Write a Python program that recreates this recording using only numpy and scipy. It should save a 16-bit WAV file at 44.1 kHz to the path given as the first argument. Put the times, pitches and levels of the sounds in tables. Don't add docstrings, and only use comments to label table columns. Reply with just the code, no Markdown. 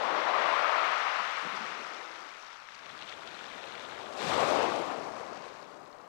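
import sys
import numpy as np
from scipy import signal
from scipy.fft import rfft, irfft, next_fast_len
from scipy.io import wavfile
from scipy.ndimage import uniform_filter1d, map_coordinates

SR = 44100
rng = np.random.default_rng(int(sys.argv[2]) if len(sys.argv) > 2 else 0)


def generate_wav(sig):
    pcm = np.round(np.clip(np.atleast_2d(sig).T, -1, 1) * 32767).astype(np.int16)
    wavfile.write(sys.argv[1], SR, pcm)


N = 268111

# frequency_hz, relative_level_db
BOOM_TONE = [(20, -32), (55, -27), (90, -22.5), (135, -3.5), (190, -0.5), (280, -1.5), (450, -22),
             (900, -70)]
CHURN_TONE = [(70, -45), (150, -17), (240, -7), (330, -1.5), (430, .5), (590, 0.5), (800, 1.5),
              (1400, -18.5), (4000, -70)]
FOAM_TONE = [(200, -5.5), (600, 1.5), (800, -3.5), (980, -2), (1150, -3.5), (1380, -5.5), (1600, -9.3),
             (2100, -12.5), (2800, -17), (5000, -43), (8000, -58), (13000, -68), (16000, -79)]
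PEBBLE_TONE = [(400, -13.5), (1400, 5), (1900, -2.5), (2500, -1), (2900, -2.5), (3500, 1.7), (4100, -2.5),
               (4800, -13), (5800, -8), (6600, -9), (8000, -17), (11000, -46), (16000, -58)]
GRAVEL_TONE = [(400, -28), (1300, 1.5), (2400, -4), (3400, -13), (4600, -5), (5600, -1.5), (6600, -5),
               (8000, -20), (11000, -38), (16000, -52)]
COVERED_STONE_TONE = [(500, -29.5), (1200, 0), (1900, 0), (2600, 2), (3700, -2), (4900, -9.5),
                      (5700, -11.5), (6600, -21.5), (8000, -30.5), (11000, -50), (16000, -56)]
SPRAY_TONE = [(1500, -28), (4000, 7), (6000, 2), (7700, -1), (9000, -6), (10500, -12), (12200, -15),
              (14000, -22), (16000, -30)]
RUMBLE_TONE = [(20, -29), (50, -20), (66, 1.5), (100, 7.5), (150, 4.5), (300, -32), (600, -84)]
HISS_TONE = [(20, 29), (60, 15.5), (130, 10), (350, 6), (1000, 3.5), (8000, 1), (16000, -0.5)]
SLOSH_TONE = [(50, -40), (110, -18), (160, -2), (220, -1), (450, -5), (900, -35), (3000, -90)]
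TRICKLE_TONE = [(800, -28), (1400, 3), (2300, 1.5), (3400, -9), (4500, -4), (5600, 0.5), (6300, -2),
                (8000, -11), (11000, -21), (16000, -45)]
SPLASH_TONE = [(700, -20), (2000, -3), (4200, 0), (5500, -4), (8000, -9), (11000, -17), (16000, -32)]

WAVE_PARTS = ("boom", "churn", "foam", "shingle", "spray")
DISTANT_SURF = {"boom": -78, "churn": -79, "foam": -60.5, "shingle": -79, "spray": -85.5}
# start_s, boom_db, churn_db, foam_db, shingle_db, spray_db
BREAKING_WAVES = [(-0.3, -62, -42, -35, -44.5, -63), (4.124, -50.5, -32.7, -33.7, -41.3, -50)]
BREAK_TIMING = {"boom": (0.39, 0.21, 0.67), "churn": (0.34, 0.17, 0.39), "foam": (0.33, .14, 0.5),
                "shingle": (0.19, 0.32, .35), "spray": (0.15, 0.25, 0.49)}
# start_s, run_up_s, churn_db, foam_db, shingle_db, spray_db
RUN_UPS = [(-0.08, .5, -51.5, -30.2, -42, -62.5), (5.05, 0.14, -61.5, -50.3, -59, -76),
           (5.29, .085, -68, -55.5, -56.5, -81)]
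RUN_UP_TIMING = {"churn": (0.73, 9.2), "foam": (0.72, 6.9), "shingle": (1.28, 5.28), "spray": (2.1, 4.1)}
# time_s, pitch_hz
FOAM_LOWEST_PITCH = [(0, 534), (1.4, 823), (2.6, 840), (3.8, 616), (4.5, 407), (6.08, 494)]
# time_s, coarse_share
STONE_MIX = [(0, 1), (1.3, 0.3), (2.2, .6), (2.6, 0.45), (3, 0.85), (4.6, 0.9), (5, 0), (6.08, 0.65)]
# start_s, level_db, pitch_hz
AIR_GULPS = [(.045, -42, 250), (.112, -40, 280), (1.015, -54, 380), (1.196, -51, 195), (1.265, -54, 214),
             (1.422, -48, 280), (1.448, -44.5, 165), (1.448, -42.5, 476), (1.526, -47.5, 180),
             (1.575, -49, 260), (1.598, -39.5, 210), (1.712, -50, 181), (1.79, -53, 234), (1.975, -51, 385),
             (2.2, -53, 335), (2.25, -54, 275)]
# start_s, level_db, pitch_hz
STONE_KNOCKS = [(.6945, -26, 2070), (1.171, -25.5, 1720), (1.371, -27, 2200), (1.6645, -31, 1850),
                (1.9465, -38, 5200), (2.0965, -39, 2710), (2.115, -43, 5400), (2.218, -40.5, 4500),
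                (2.2915, -40, 3020), (2.4662, -39, 5300), (2.485, -39, 1060), (2.531, -42, 5500),
                (2.546, -40, 960), (2.688, -33.5, 1700), (2.7475, -40, 4400), (2.753, -39, 4430),
                (2.860, -38, 2800), (2.978, -40, 4230), (2.991, -36, 3400), (3.024, -30.5, 2900),
                (3.078, -33.5, 3000), (3.095, -34, 4400), (3.125, -32, 2200), (3.234, -37, 1640),
                (3.275, -31, 3320), (3.313, -40, 4300), (3.392, -35, 3100), (3.466, -40, 5300),
                (3.5175, -36, 2370), (3.7533, -31.5, 2280), (3.887, -36, 1640), (3.9235, -34, 1680),
                (3.980, -37, 1890), (4.0128, -36, 3440), (5.860, -48, 4100), (5.915, -49, 5620),
                (5.9285, -46.5, 4200), (5.986, -51, 5200), (6.015, -50, 5500)]
# start_s, attack_s, hold_s, fall_db_per_s, level_db
GRAVEL_TRICKLE = (1.07, .5, 0.34, 9, -57.5)
SINKING_GURGLE = {"boom": (0.25, 0.27, 83, -66), "churn": (0.2, 0.42, 27, -51.5)}
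# start_s, hold_s, level_db
PEBBLE_SLIDES = [(2.11, .06, -59), (2.27, .03, -60), (2.43, .09, -60), (2.68, 0.1, -56.5),
                 (2.84, .05, -58.5), (2.965, 0.14, -55.5), (3.242, 0.33, -53.3), (3.6, 0.2, -55),
                 (3.81, .19, -55), (4.183, 0.18, -46)]
BACKWASH_LEVELS = {"boom": (-67, 1.6), "churn": (-60.5, 7.8), "foam": (-55.5, 4.6), "shingle": (-54.3, 0.6),
                   "spray": (-68.5, 3.3)}
# start_s, level_db
WATER_SHEETS = [(4.118, -56), (4.168, -53.5), (4.222, -49), (4.272, -45), (4.328, -45), (4.392, -45.5),
                (4.752, -53)]
# time_s, pitch_hz
TUBE_GLIDE = [(4.2, 220), (4.26, 190), (4.305, 141), (4.35, 85), (4.45, 78)]
TUBE_COLLAPSE = {"thud": (0.04, 0.11, 0.42, -53.5), "boom": (0.03, 0.1, 0.08, -48)}
# start_s, hold_s, level_db
WATER_SLAPS = [(4.295, .05, -37.5), (4.372, .045, -33), (4.886, .02, -40.5)]

GURGLE_START_S, COLLAPSE_START_S = 1.32, 4.255
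BACKWASH_START_S, BACKWASH_ATTACK_S, BACKWASH_HOLD_S = 2.67, 0.24, 1.33
TOP_HZ = 15700


def amp(db):
    return 10 ** (np.asarray(db) / 20)


def unit(x):
    return x / np.sqrt(np.mean(x ** 2) + 1e-20)


def curve(points):
    return np.interp(np.arange(N) / SR, *np.transpose(points))


def wobble(rate):
    return map_coordinates(rng.standard_normal(int(N * rate / SR) + 4), [np.arange(N) * rate / SR])


def filtered(x, response):
    size = next_fast_len(N + 8192)
    return irfft(rfft(x, size) * response(np.fft.rfftfreq(size, 1 / SR)), size)[..., :N]


def coloured(x, tone):
    points_hz, db = np.transpose(tone)
    return unit(filtered(x, lambda hz: amp(np.interp(np.log(hz + 1), np.log(points_hz + 1), db))))


def rush(patchy_db):
    spectrum = signal.stft(rng.standard_normal(N), nperseg=512)[2]
    patches = uniform_filter1d(rng.standard_normal(spectrum.shape), size=6, axis=0)
    patches = uniform_filter1d(patches, size=10, axis=1)
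    return unit(signal.istft(spectrum * amp(patchy_db * unit(patches)), nperseg=512)[1][:N])


def pings(count, low_hz, high_hz, cycles, spread_db, samples, rise=0):
    when, pitch, strength, life = rng.random((count, 4)).T[:, :, None]
    hz = low_hz * (high_hz / low_hz) ** pitch
    turns = hz * np.arange(samples) / SR
    age = turns / (cycles * (.5 + life))
    peak = amp(-spread_db * np.log(strength + .01)) * hz / high_hz
    rings = peak * np.exp(-age) * np.sin(2 * np.pi * turns * (1 + rise * np.minimum(age, 2) / 2))
    rings[::2] *= -1
    positions = (when * N).astype(int) + np.arange(samples)
    return unit(np.bincount(positions.ravel(), rings.ravel(), N)[:N])


def add(track, start_s, sound):
    part = track[round(start_s * SR):][:len(sound)]
    part += sound[:len(part)]


def together(gains):
    return np.sqrt(sum(gain ** 2 for gain in gains))


def phases(start_s, attack_s, hold_s):
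    t = np.arange(N) / SR - start_s
    return np.clip(t / attack_s, 0, 1), np.maximum(t - attack_s - hold_s, 0)


def crash(start_s, attack_s, hold_s, fade_s):
    rise, after_s = phases(start_s, attack_s, hold_s)
    return rise / (1 + after_s / fade_s) ** 2


def flow(start_s, attack_s, hold_s, fall_db_per_s):
    rise, after_s = phases(start_s, attack_s, hold_s)
    return rise * amp(-fall_db_per_s * after_s)


def backwash(db, growth_db_per_s):
    age_s = np.clip(np.arange(N) / SR - BACKWASH_START_S, 0, BACKWASH_ATTACK_S + BACKWASH_HOLD_S)
    drain = flow(BACKWASH_START_S, BACKWASH_ATTACK_S, BACKWASH_HOLD_S, fall_db_per_s=65)
    return amp(db + growth_db_per_s * age_s) * drain


def collapse(part):
    *timing, db = TUBE_COLLAPSE[part]
    return amp(db) * crash(COLLAPSE_START_S, *timing)


def surf(part):
    gains = [amp(DISTANT_SURF[part]), backwash(*BACKWASH_LEVELS[part])]
    for start_s, *levels_db in BREAKING_WAVES:
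        db = dict(zip(WAVE_PARTS, levels_db))[part]
        gains.append(amp(db) * crash(start_s, *BREAK_TIMING[part]))
    if part in RUN_UP_TIMING:
        hold, fall_db = RUN_UP_TIMING[part]
        for start_s, run_up_s, *levels_db in RUN_UPS:
            db = dict(zip(RUN_UP_TIMING, levels_db))[part]
            gains.append(amp(db) * flow(start_s, run_up_s, hold * run_up_s, fall_db / run_up_s))
    if part in SINKING_GURGLE:
        *timing, db = SINKING_GURGLE[part]
        gains.append(amp(db) * flow(GURGLE_START_S, *timing))
    return together(gains)


def aged(x, cutoff_ratio, brighten_db, note_db):
    hz, times, spectrum = signal.stft(x, SR, nperseg=1024)
    hz = hz[:, None] + 1
    lowest_hz = np.interp(times, *np.transpose(FOAM_LOWEST_PITCH))
    climb_octaves = np.log2(lowest_hz / 550)
    thinning = 1 / np.sqrt(1 + (cutoff_ratio * lowest_hz / hz) ** 7)
    brightening = amp(brighten_db * climb_octaves * np.clip(np.log2(hz / 1050), 0, 1))
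    note_hz, width_octaves = 1130, 0.2
    wander_octaves = .045 * np.interp(times, np.arange(N) / SR, wobble(12))
    off_note = np.log2(hz / note_hz) - .25 * np.maximum(climb_octaves, 0) + wander_octaves
    note = amp(note_db * np.exp(-(off_note / width_octaves) ** 2))
    return unit(signal.istft(spectrum * thinning * brightening * note, nperseg=1024)[1][:N])


def breakers():
    boom = amp(0.44 * wobble(21)) * coloured(rush(patchy_db=1.9), BOOM_TONE)
    bubbles = pings(5000, low_hz=202, high_hz=911, cycles=3.2, spread_db=.7, samples=950, rise=0.095)
    churn = coloured(rush(patchy_db=0.5) + .5 * bubbles, CHURN_TONE)
    churn = aged(churn, cutoff_ratio=0.26, brighten_db=0, note_db=-1)
    return together([surf("boom"), collapse("boom")]) * boom + surf("churn") * churn


def rumble():
    open_sea = amp(-84.5)
    undertow = backwash(db=-78, growth_db_per_s=4.5)
    gain = together([open_sea, undertow, collapse("thud")])
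    return gain * coloured(rng.standard_normal(N), RUMBLE_TONE)


def foam():
    bubbles = pings(9000, low_hz=702.6, high_hz=2240, cycles=3.8, spread_db=0.9, samples=400, rise=0.057)
    seethe = coloured(rush(patchy_db=.5) + 0.25 * bubbles, FOAM_TONE)
    seethe = aged(seethe, cutoff_ratio=0.95, brighten_db=8.5, note_db=3.1)
    slaps = [amp(db) * crash(start_s, attack_s=0.014, hold_s=hold_s, fade_s=0.025)
             for start_s, hold_s, db in WATER_SLAPS]
    return together([surf("foam"), *slaps]) * seethe


def shingle():
    foam_db, cover_db = 20 * np.log10(surf("foam")), -42
    drain = backwash(db=0, growth_db_per_s=0)
    bare_share = np.clip(0.2 * (cover_db - foam_db) + 0.38 * drain, 0.12, 0.73)
    coarse_share = curve(STONE_MIX)
    clacks = pings(9000, low_hz=1294, high_hz=4900, cycles=3, spread_db=3, samples=220)
    jostle = amp(2.5 * wobble(330))
    hits = jostle * (clacks + 0.9 * rng.standard_normal(N))
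    pebbles = coarse_share * coloured(hits, PEBBLE_TONE)
    gravel = (1 - coarse_share) * coloured(hits, GRAVEL_TONE)
    covered = coloured(rush(patchy_db=0.88), COVERED_STONE_TONE)
    stones = np.sqrt(bare_share) * (pebbles + gravel) + np.sqrt(1 - bare_share) * covered
    tumble = amp(1.3 * bare_share * wobble(45))
    slides = [amp(db) * flow(start_s, attack_s=0.015, hold_s=hold_s, fall_db_per_s=140)
              for start_s, hold_s, db in PEBBLE_SLIDES]
    return together([surf("shingle"), *slides]) * tumble * stones


def spray():
    drops = pings(9000, low_hz=5930, high_hz=13100, cycles=0.78, spread_db=3.5, samples=60)
    flicker = amp(0.6 * wobble(30))
    return surf("spray") * flicker * coloured(rush(patchy_db=1.3) + 0.7 * drops, SPRAY_TONE)


def electronics():
    hiss = np.array([coloured(rng.standard_normal(N), HISS_TONE) for _ in range(2)])
    whine_hz, t = 470, np.arange(N) / SR
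    whine = sum(amp(-.7 * k) * np.sin(2 * np.pi * whine_hz * k * t + rng.uniform(0, 2 * np.pi))
                for k in range(1, 11))
    return amp(-76) * hiss + amp(-88.5) * unit(whine)


def gulps():
    out, t = np.zeros(N), np.arange(SR // 4) / SR
    slosh = coloured(rng.standard_normal(N), SLOSH_TONE)
    swell = (1 - np.exp(-t / 0.013)) * amp(-60 * t / 0.15)
    for start_s, db, hz in AIR_GULPS:
        ring = np.sin(2 * np.pi * hz * t * (1 + t))
        water = slosh[round(start_s * SR):][:len(t)]
        add(out, start_s, amp(db) * swell * (ring + .5 * water))
    return out


def knocks():
    out, t = np.zeros(N), np.arange(1024) / SR
    ring_cycles, crack_s = 19, .0065
    for start_s, db, hz in STONE_KNOCKS:
        main_mode = np.sin(2 * np.pi * hz * t)
        upper_mode = .38 * np.sin(2 * np.pi * 1.27 * hz * t)
        ring = (main_mode + upper_mode) * amp(-60 * t * hz / ring_cycles)
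        low_pass = signal.butter(2, min(2.3 * hz, TOP_HZ), fs=SR)
        crack = signal.lfilter(*low_pass, rng.standard_normal(len(t)) * amp(-60 * t / crack_s))
        add(out, start_s, amp(db) * (ring + 0.38 * crack))
    return filtered(out, lambda hz: hz / (hz + 700) / (1 + (hz / 7000) ** 6))


def trickle():
    *timing, db = GRAVEL_TRICKLE
    ticks = pings(9000, low_hz=1200, high_hz=6000, cycles=1.3, spread_db=2.6, samples=140)
    gain = amp(db + 1.2 * wobble(40)) * flow(*timing)
    return gain * coloured(ticks + 0.54 * rng.standard_normal(N), TRICKLE_TONE)


def splashes():
    drops = pings(12000, low_hz=2000, high_hz=9000, cycles=1.2, spread_db=2.5, samples=80)
    bursts = [amp(db) * crash(start_s, attack_s=.006, hold_s=.012, fade_s=.02)
              for start_s, db in WATER_SHEETS]
    return together(bursts) * coloured(drops + .7 * rng.standard_normal(N), SPLASH_TONE)


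def tube():
    blur_hz, lowest_hz = 45, 58
    phase = 2 * np.pi * np.cumsum(curve(TUBE_GLIDE)) / SR
    ring = wobble(2 * blur_hz) * np.cos(phase) + wobble(2 * blur_hz) * np.sin(phase)
    gain = amp(-46) * flow(start_s=4.19, attack_s=.08, hold_s=.04, fall_db_per_s=130)
    return filtered(gain * unit(ring), lambda hz: 1 - 1 / (1 + (hz / lowest_hz) ** 12))


def scene():
    shore = breakers() + rumble() + tube() + foam() + shingle() + trickle()
    shore += spray() + splashes() + knocks() + gulps()
    return np.array([amp(6) * shore, np.zeros(N)]) + electronics()


def record(dry):
    return filtered(dry, lambda hz: hz < TOP_HZ)


dry = scene()
out = record(dry)
generate_wav(out)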